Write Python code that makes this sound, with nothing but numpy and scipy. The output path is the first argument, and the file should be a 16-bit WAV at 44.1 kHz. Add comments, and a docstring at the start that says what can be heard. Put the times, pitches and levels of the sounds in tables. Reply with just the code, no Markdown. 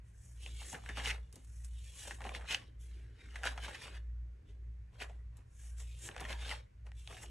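"""Glossy pages of a wire-bound sticker book turn on a desk, close to two microphone ports in a quiet room.
Sheets slide, bow and scrape along the coil: tiny slips over a smooth rush of noise, shaped stroke by stroke.
Buckling snaps, nail ticks and finger thuds are short pulses with dying rattles; the cover rubs dully.
Underneath, two low motor tones beat slowly against each other amid rumble and faint room air."""
import sys
import numpy as np
from scipy import signal
from scipy.fft import rfft, irfft, next_fast_len
from scipy.io import wavfile
from scipy.ndimage import uniform_filter1d, map_coordinates

SR = 44100
rng = np.random.default_rng(int(sys.argv[2]) if len(sys.argv) > 2 else 0)


def to_wav(sig):
    """Store sig (one row per channel, or 1-D mono) as 16-bit WAV at the path in sys.argv[1].

    Samples outside -1..1 are clipped; the rate is SR.
    """
    pcm = np.clip(np.atleast_2d(sig), -1, 1) * 32767
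    pcm = np.round(pcm).astype(np.int16)
    wavfile.write(sys.argv[1], SR, pcm.T)  # frames by channels


N = 321930

# a sheet bows and flutters: peak t/s, rise/s, fall/s, bend level/dB before the trims in pages()
FLEXES = [(.466, 0.015, 0.051, -59.5), (.625, 0.033, .1, -62.5), (.752, 0.036, 0.055, -50.5),
          (0.895, 0.11, 0.057, -58.5), (.985, .025, 0.14, -50), (1.135, 0.11, 0.077, -56),
          (2.062, 0.012, 0.12, -56), (2.258, .08, 0.16, -51), (2.36, 0.033, 0.21, -56),
          (2.6, 0.056, 0.08, -63.5), (3.362, 0.032, 0.091, -55.5), (3.46, .06, 0.2, -53),
          (3.583, 0.013, 0.087, -63), (3.685, 0.1, 0.14, -53.5), (3.86, 0.1, 0.16, -58),
          (4.946, 0.033, 0.14, -67), (5.024, 0.035, .065, -50), (5.1, 0.046, 0.15, -68.5),
          (5.4, 0.07, 0.045, -68), (5.815, 0.027, 0.048, -68), (6.1, 0.052, 0.164, -57),
          (6.235, 0.13, 0.091, -53.5), (6.32, 0.072, 0.075, -48), (6.53, 0.16, .09, -54),
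          (6.869, 0.022, 0.04, -62), (7.12, 0.044, 0.073, -53), (7.24, 0.1, 0.06, -58.5)]
# likeness of the two ports for sound from all sides: f/Hz, likeness (-1 to 1)
DIFFUSE = [(50, .85), (110, 1), (200, 0.28), (350, -0.018), (850, -1.3), (1500, 0.27), (3000, 0.21),
           (5000, 0.14), (6300, 1), (11000, -.3)]


def amp(db):
    """Decibels to gain."""
    return np.exp(np.asarray(db) * np.log(10) / 20)


def unit(x):
    """Scale to rms 1."""
    return x / np.sqrt(np.mean(x ** 2) + 1e-20)


def along(points, hz):
    """Read (f/Hz, value) points on a logarithmic frequency axis."""
    f, v = np.transpose(points)
    return np.interp(np.log(hz + 1), np.log(f + 1), v)


def wobble(rate):
    """A smooth random curve through rate knots a second."""
    knots = rng.standard_normal(int(N * rate / SR) + 4)
    return map_coordinates(knots, [np.arange(N) * rate / SR])


def filtered(x, response):
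    """Multiply the spectrum of x by a response of frequency, which may be complex."""
    m = next_fast_len(N + SR // 2)
    return irfft(rfft(x, m) * response(np.fft.rfftfreq(m, 1 / SR)), m)[..., :N]


def causal(db):
    """The minimum-phase response that has these gains: its energy comes as early as it can."""
    cepstrum = irfft(np.log(amp(np.maximum(db, -120))))
    half = len(cepstrum) // 2
    cepstrum[1:half] *= 2
    cepstrum[half + 1:] = 0
    return np.exp(rfft(cepstrum))


def add(track, s, x):
    """Mix x into the track at s seconds."""
    part = track[round(s * SR):][:len(x)]
    part += x[:len(part)]


def ports(pair, likeness):
    """Mix two unrelated signals so that the microphone ports are alike by the given amount at each pitch."""
    def split(hz):
        alike = np.clip(along(likeness, hz), -1, 1)
        return np.sqrt(np.array([1 + alike, 1 - alike]) / 2)

    mid, side = filtered(pair, split)
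    return np.array([mid + side, mid - side])


def friction(spectrum, slips, spread_db, smooth, patchy_db):
    """Tiny slips of uneven size (slips a second) over a smooth rush, in a colour that shifts in patches."""
    grains, draw = np.zeros(N), rng.standard_normal(N)
    slipping = rng.random(N) < slips / SR
    signs = np.sign(np.roll(draw, 1)[slipping])
    grains[slipping] = amp(spread_db * np.clip(draw[slipping], -2, 2)) * signs
    rush = smooth * draw[::-1]
    hz, t, z = signal.stft(unit(grains) + rush, SR, nperseg=1024)
    # random patches, smoothed over pitch and then over time
    field = uniform_filter1d(rng.standard_normal(z.shape), size=3, axis=0)
    field = uniform_filter1d(field, size=6, axis=1)
    colour_db = along(spectrum, hz)[:, None] + patchy_db * unit(field)
    return unit(signal.istft(z * amp(colour_db), nperseg=1024)[1][:N])


def blow(colour_db, t60, rattle, spread_s, size=8192):
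    """A pulse and its dying rattle, peak 1; bending waves bring the treble first (1 kHz lags by spread_s)."""
    t, hz = np.arange(size) / SR, np.fft.rfftfreq(size, 1 / SR)
    push = rattle * rng.standard_normal(size) * amp(-60 * t / max(t60, .003))
    push[0] += 1
    dispersion = np.exp(-4j * np.pi * spread_s * np.sqrt(1000 * hz))
    x = irfft(rfft(push) * causal(colour_db(hz)) * dispersion)
    return x / np.abs(x).max()


def sheet_colour(hz, centre_hz, focus_db, ring_db=0):
    """Gains in dB of a snapping sheet: one bending mode stands out of a broad hump."""
    # paper when struck: f/Hz, level/dB
    paper_gains = [(150, -13), (400, -6), (800, 7.5), (1100, -6.5), (1700, 1), (3000, 1.5), (4000, -6.5),
                   (5800, -4), (9000, -7.5), (12200, -13), (13000, -8)]
    octaves = np.log2((hz + 1) / centre_hz)
    hump = -focus_db * np.log2(1 + 3 * octaves ** 2)
    mode = ring_db / (1 + (octaves / 0.19) ** 2)
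    return along(paper_gains, hz) + hump + mode


def stroke(peak_s, rise_s, fall_s, db):
    """Power of one hand stroke over time: it swells to a peak and dies away by one law."""
    depth_db, rise_power, fall_power = 20, 1.54, 1.246  # drop over one rise or fall time; curvatures
    t = np.arange(N) / SR - peak_s
    rise = (-t[t < 0] / rise_s) ** rise_power
    fall = (t[t >= 0] / fall_s) ** fall_power
    drop_db = np.minimum(depth_db * np.concatenate([rise, fall]), 100)
    return amp(db - drop_db) ** 2


def air(level_db):
    """Faint room air: coloured noise that reaches the two ports as if from all sides."""
    # room air: f/Hz, level/dB per Hz, before scaling to the overall level
    air_spectrum = [(35, -18.5), (70, -12.5), (115, 7), (200, -9), (350, -10), (600, -14.5), (900, -15.5),
                    (1300, -23), (2200, -21), (3300, -28.5), (6000, -32.5), (12500, -39.5)]
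    noise = filtered(rng.standard_normal((2, N)), lambda hz: amp(along(air_spectrum, hz)))
    return amp(level_db) * ports(unit(noise), DIFFUSE)


def hum():
    """Two motor tones drift apart by one cycle from lull to lull, with narrow bands of rumble around them."""
    # slow drift of the motor tones: t/s, level/dB
    drift = [(0, -8), (.5, -1), (1.05, 2.5), (2.8, -3), (4.1, 3), (4.9, -2.5), (6.35, 2.5), (7.05, -4),
             (7.3, 1)]
    # moments when the two motors cancel: t/s
    lulls = [-0.3, 0.22, 0.76, 1.37, 2.02, 2.62, 3.21, 3.80, 4.44, 4.93, 5.47, 6.13, 6.70, 7.20, 7.55]
    # narrow bands of rumble under the hum: f/Hz, width/Hz, level/dB
    rumble_bands = [(28.8, 1.6, -75), (52.5, 9.7, -61.5), (77, 22, -63.5), (102.4, 6, -66.5),
                    (115.5, 7, -64.5), (168, 22, -76)]
    middle_hz = 58.55  # midway between the two motors
    motor_db, second_over_first_db = -51, 0
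    t = np.arange(N) / SR
    drift_db = np.interp(t, *np.transpose(drift))
    beats = np.interp(t, lulls, np.arange(len(lulls)))
    first = unit(np.sin(2 * np.pi * (middle_hz * t + beats / 2)))
    second = unit(np.sin(2 * np.pi * (middle_hz * t - beats / 2)))
    out = amp(motor_db + drift_db) * (first - amp(second_over_first_db) * second)
    for centre_hz, width, db in rumble_bands:
        noise = rng.standard_normal(N)
        out += amp(db) * unit(filtered(noise, lambda hz: np.exp(-((hz - centre_hz) / width) ** 2)))
    return out


def room(x):
    """The walls' answer at each port, 5 ms late: decaying noise whose treble dies first."""
    # room decay: f/Hz, t60/s
    decay = [(200, 0.69), (2500, 0.17), (10000, 0.049)]
    hz, t, z = signal.stft(rng.standard_normal((2, SR // 2)), SR, nperseg=256)
    tail = signal.istft(z * amp(-60 * t / along(decay, hz)[:, None]), SR, nperseg=256)[1]
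    tail /= np.linalg.norm(tail[0])
    late = np.pad(x, (SR // 200, 0))
    return signal.fftconvolve(late[None], tail, axes=1)[:, :N]


def cover(judder_db):
    """The book shifts a little on the desk: its cover rubs dully, in small judders."""
    # shifts of the book: peak t/s, rise/s, fall/s, level/dB before the judder
    shifts = [(.46, 0.037, 0.17, -66), (.66, .12, 0.15, -66.5), (2.1, 0.091, .06, -60.5),
              (2.58, 0.12, 0.4, -68), (3.05, 0.27, 0.15, -70.5), (3.28, 0.27, 0.16, -72),
              (3.66, 0.12, 0.53, -65), (4.48, 0.26, 0.43, -71), (5.19, 0.11, .1, -75.5),
              (6.06, 0.049, 0.14, -61), (7.25, 0.19, 0.18, -64)]
    # dull rub on the desk: f/Hz, level/dB per Hz (relative)
    desk_spectrum = [(120, -22.5), (200, -5.5), (300, -1), (430, 0), (600, -19.5), (1000, -26.5),
                     (3000, -49)]
    power = sum(stroke(*row) for row in shifts)
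    rub = friction(desk_spectrum, 300, spread_db=6.5, smooth=.8, patchy_db=2.5)
    return np.sqrt(power) * amp(judder_db * wobble(40)) * rub


def handling(focus_db, snap_db, tick_db, ring_db):
    """Snaps ring the sheet around their own pitch; nails and page edges tick; fingers thud softly."""
    # a sheet buckles or is tapped: t/s, peak level/dB before snap_db, f/Hz, t60/s
    snaps = [(.462, -33.5, 2850, 0.022), (.617, -44, 882, 0.014), (.729, -37.5, 950, 0.032),
             (.744, -34.5, 1600, 0.078), (.861, -37, 1680, 0.036), (0.89, -32, 1700, 0.1),
             (.972, -31.5, 1170, 0.11), (.999, -33.5, 1910, 0.018), (1.058, -23, 2930, 0.027),
             (1.104, -25.5, 3000, .011), (1.109, -24.5, 2130, 0.038), (2.052, -45, 923, .016),
             (2.109, -31.5, 1585, 0.05), (2.206, -37.5, 1090, 0.017), (2.218, -35.5, 1740, .02),
             (2.267, -39, 732, .04), (2.292, -31.5, 2400, 0.0206), (2.349, -30, 2020, 0.024),
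             (2.509, -24, 3020, .06), (2.546, -17.5, 2910, 0.021), (3.357, -34.5, 1770, 0.058),
             (3.434, -28, 1530, 0.01), (3.439, -27, 1480, 0.063), (3.455, -26.5, 1410, 0.01),
             (3.461, -28, 1510, 0.06), (3.471, -23.5, 1660, 0.059), (3.577, -34, 1277, 0.054),
             (3.682, -35.5, 1100, 0.067), (3.747, -36, 1930, .037), (5.002, -38, 2570, .04),
             (5.020, -38.5, 1720, 0.06), (5.096, -44.5, 614, 0.056), (6.089, -31.5, 1764, 0.0072),
             (6.164, -32, 1250, 0.017), (6.18, -37, 1660, 0.02), (6.198, -38, 1870, 0.026),
             (6.251, -32.5, 1940, 0.047), (6.493, -32, 3000, .03), (6.513, -28, 1990, 0.038),
             (6.867, -47, 1370, 0.038), (6.918, -45, 1890, .012), (7.075, -31.5, 3330, .015),
             (7.168, -40, 1800, 0.11)]
    # fingernails and page edges tick: t/s, peak level/dB before tick_db
    ticks = [(.8894, -51), (1.3268, -42), (1.3574, -40), (1.4474, -50.5), (1.6466, -42.5), (3.4332, -40.5),
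             (3.4524, -33.5), (5.3697, -49), (5.785, -51), (6.205, -36)]
    # fingers press the book on the desk: t/s, peak level/dB
    presses = [(0.731, -44), (0.892, -44.5), (0.975, -47.5), (1.332, -54.5), (1.362, -54), (2.109, -54),
               (2.258, -45.5), (2.351, -50), (3.684, -53), (5.034, -59), (5.097, -66), (5.387, -61.5),
               (6.209, -44.5), (6.299, -49), (7.103, -51.5)]
    # nail tick: f/Hz, level/dB
    nail = [(1000, -17.5), (3000, -11.5), (6000, -6.5), (9000, -3), (12000, -5)]
    # finger thud: f/Hz, level/dB
    thud = [(50, -35.5), (150, -1.0), (230, -2.5), (380, -2.5), (700, -14), (2000, -21.5), (6000, -69.5)]
    out = np.zeros(N)
    for s, db, centre_hz, t60 in snaps:
        colour = lambda hz: sheet_colour(hz, centre_hz, focus_db, ring_db)
        add(out, s, amp(db + snap_db) * blow(colour, t60, rattle=0.12, spread_s=.0008))
    for s, db in ticks:
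        tick = blow(lambda hz: along(nail, hz), t60=0.041, rattle=0.15, spread_s=.0002)
        add(out, s, amp(db + tick_db) * tick)
    for s, db in presses:
        add(out, s, amp(db) * blow(lambda hz: along(thud, hz), t60=0.17, rattle=0.2, spread_s=.001))
    return out


def crinkles(spread_db, spread_octaves):
    """Small snaps at random moments while a sheet bows, as strong as the bending is then."""
    tries_per_s, over_bend_db, middle_hz, t60 = 45, 11, 1620, 0.023
    out = np.zeros(N)
    bend = np.sqrt(sum(stroke(*row) for row in FLEXES))
    for when, size, pitch in rng.random((int(tries_per_s * N / SR), 3)):
        i = int(when * N)
        if bend[i] <= amp(-68):  # too little bending to snap
            continue
        centre_hz = middle_hz * 2 ** (spread_octaves * (2 * pitch - 1))
        colour = lambda hz: sheet_colour(hz, centre_hz, focus_db=6)
        snap = blow(colour, t60, rattle=0.17, spread_s=0.000793, size=2048)
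        add(out, i / SR, bend[i] * amp(over_bend_db + spread_db * (2 * size - 1)) * snap)
    return out


def strokes():
    """Untrimmed levels in dB of bending, scraping, swishing and hissing: each kind of stroke has its blend."""
    # a fingertip or lifted corner slides on glossy paper:
    # peak t/s, rise/s, fall/s, hiss level/dB, swish over hiss/dB
    slides = [(.09, 0.067, 0.08, -75.5, -7), (.25, 0.14, 0.26, -66, -28), (0.441, 0.07, 0.17, -59.5, 1),
              (.63, 0.14, 0.073, -56.5, 1), (.73, 0.14, 0.05, -50, -10.5), (.86, 0.18, 0.48, -68, 3),
              (1.345, 0.017, 0.16, -68.5, -4), (1.58, 0.24, 0.17, -66.5, -16),
              (1.652, 0.032, 0.043, -60.5, -28), (1.86, 0.22, 0.38, -63.5, -1.5),
              (2.02, 0.11, 0.16, -51.5, -5.5), (2.104, 0.18, 0.11, -56, -2), (2.814, 0.026, .19, -66.5, -7),
              (5.672, 0.16, 0.11, -60.5, -15), (5.802, .04, 0.072, -56, -8), (5.93, 0.19, .15, -67, 1),
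              (6.066, 0.088, 0.042, -48.5, -8), (7.0, 0.064, 0.093, -66, -1.5),
              (7.14, 0.13, 0.25, -61, 1.5), (7.237, 0.043, 0.019, -52, -13)]
    # a sheet sweeps round the coil and brushes its neighbour:
    # peak t/s, rise/s, fall/s, swish level/dB, scrape over swish/dB
    sweeps = [(.985, 0.046, 0.061, -47, -7.5), (1.075, 0.057, 0.079, -41, -11.5),
              (1.106, 0.09, 0.014, -45.5, 4), (2.36, 0.034, 0.026, -48.5, -8),
              (2.525, 0.054, 0.052, -38.5, -2.5), (2.59, .05, 0.12, -63.5, -5),
              (2.95, .11, 0.28, -70.5, 0.5), (3.21, 0.092, 0.14, -69.5, 4), (3.33, 0.16, 0.32, -66.5, 1),
              (3.47, 0.039, 0.072, -44, -8), (3.644, 0.058, 0.14, -51, -1), (3.748, 0.036, .05, -54, 5.5),
              (3.829, 0.064, 0.099, -51.5, -9.5), (3.962, 0.075, 0.042, -61, 2.5),
              (4.5, 0.05, .08, -75.5, -2), (5.024, 0.034, 0.026, -49, 3.5), (5.61, 0.032, 0.22, -76, 7.5),
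              (6.322, 0.058, 0.031, -48, 0), (6.42, 0.069, 0.11, -55, -5), (6.512, 0.14, 0.085, -49, -3.5)]
    # the held book never quite rests: level/dB of bend, scrape, swish, hiss
    held = [-85, -85.5, -109.5, -99]
    power = np.outer(amp(held) ** 2, np.ones(N))
    # blends in dB over the stroke's own level: bend, scrape, swish, hiss
    blends = [(row, [-16, -13, swish, 0]) for *row, swish in slides]
    blends += [(row, [-8, scrape, 0, -8]) for *row, scrape in sweeps]
    blends += [(row, [0, -6, -9.5, -11]) for row in FLEXES]
    for row, blend_db in blends:
        power += np.outer(amp(blend_db) ** 2, stroke(*row))
    return 10 * np.log10(power)


def pages(slips, spread_db):
    """A turning sheet flutters as it bends, scrapes on the coil, swishes and hisses over the next one."""
    # colours of the four sounds: f/Hz, level/dB per Hz (relative)
    bend_spectrum = [(100, -17.5), (170, -6.5), (235, -2), (330, -11.5), (450, 2), (560, 0.5), (680, 0),
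                     (820, -0.5), (1100, -3), (1500, -12.5), (2500, -29.5), (5000, -63.5)]
    scrape_spectrum = [(700, -36), (1150, -13), (1500, -4), (1850, -1), (2200, -5), (2600, -10),
                       (3500, -32), (6000, -48.5)]
    swish_spectrum = [(1500, -36.5), (2350, -6), (2700, -4), (3000, -1.5), (3300, -4.5), (3800, -5),
                      (4300, -10.5), (5000, -10), (8000, -26.5)]
    slide_spectrum = [(1500, -46), (2500, -12.5), (3100, -11.5), (4000, -19), (4900, -9.5), (5800, -1.5),
                      (8000, 0.5), (9500, -0.5), (11500, -3), (12500, -14)]
    # likeness of the two ports close to the sheet: f/Hz, likeness (-1 to 1)
    close_likeness = [(90, .97), (200, .8), (400, .75), (840, .62), (1300, .9), (1900, .97), (3500, .9),
                      (4800, .7), (6300, .98), (8500, .87), (11600, .87)]
    bend_db, scrape_db, swish_db, slide_db = strokes()
    catch = wobble(130)  # the edge catches and lets go

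    def surface():
        """The sound of one part of the sheet."""
        bend = friction(bend_spectrum, 400, spread_db, smooth=0.77, patchy_db=3.5)
        scrape = friction(scrape_spectrum, slips, spread_db, smooth=.6, patchy_db=4.0)
        swish = friction(swish_spectrum, slips, spread_db, smooth=1.0, patchy_db=4.5)
        slide = friction(slide_spectrum, 2500, spread_db, smooth=1.7, patchy_db=3.5)
        out = amp(bend_db - 1.5 + 1.5 * catch) * bend
        out += amp(scrape_db - 0.5 + 2.1 * catch) * scrape
        out += amp(swish_db + 0.23 + 0.93 * catch) * swish
        out += amp(slide_db + 1.5 * catch) * slide
        return out

    # the sheet is wide and close, so each port hears its own mix of the parts
    return ports(np.array([surface(), surface()]), close_likeness)


def direct_sound(paper):
    """The book lies a little off the microphone's axis: the ports differ in phase and slightly in level."""
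    # phase between the ports: f/Hz, lead of the left/rad
    lead = [(100, 0), (850, -0.3), (1400, 0), (4100, -0.4), (4800, -1.9), (5400, -5.7), (7300, -6.4),
            (11800, -8.8)]
    sides = np.array([[1], [-1]])
    shifted = filtered(paper, lambda hz: np.exp(.5j * along(lead, hz) * sides))
    return shifted * amp(.2 * sides)  # left 0.2 dB up, right 0.2 dB down


def scene():
    """The book heard directly and off the walls, over the motors and the room air."""
    paper = pages(slips=600, spread_db=2.5)
    paper = paper + handling(focus_db=3, snap_db=-1.5, tick_db=6.5, ring_db=8.5)
    paper = paper + crinkles(spread_db=3, spread_octaves=0.96) + cover(judder_db=-0.5)
    walls = amp(-15.0) * ports(room(paper.mean(axis=0)), DIFFUSE)
    return direct_sound(paper) + walls + hum() + air(level_db=-70)


def record(dry):
    """The recorder keeps nothing above its band limit."""
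    return filtered(dry, lambda hz: hz < 12500)


dry = scene()
out = record(dry)
to_wav(out)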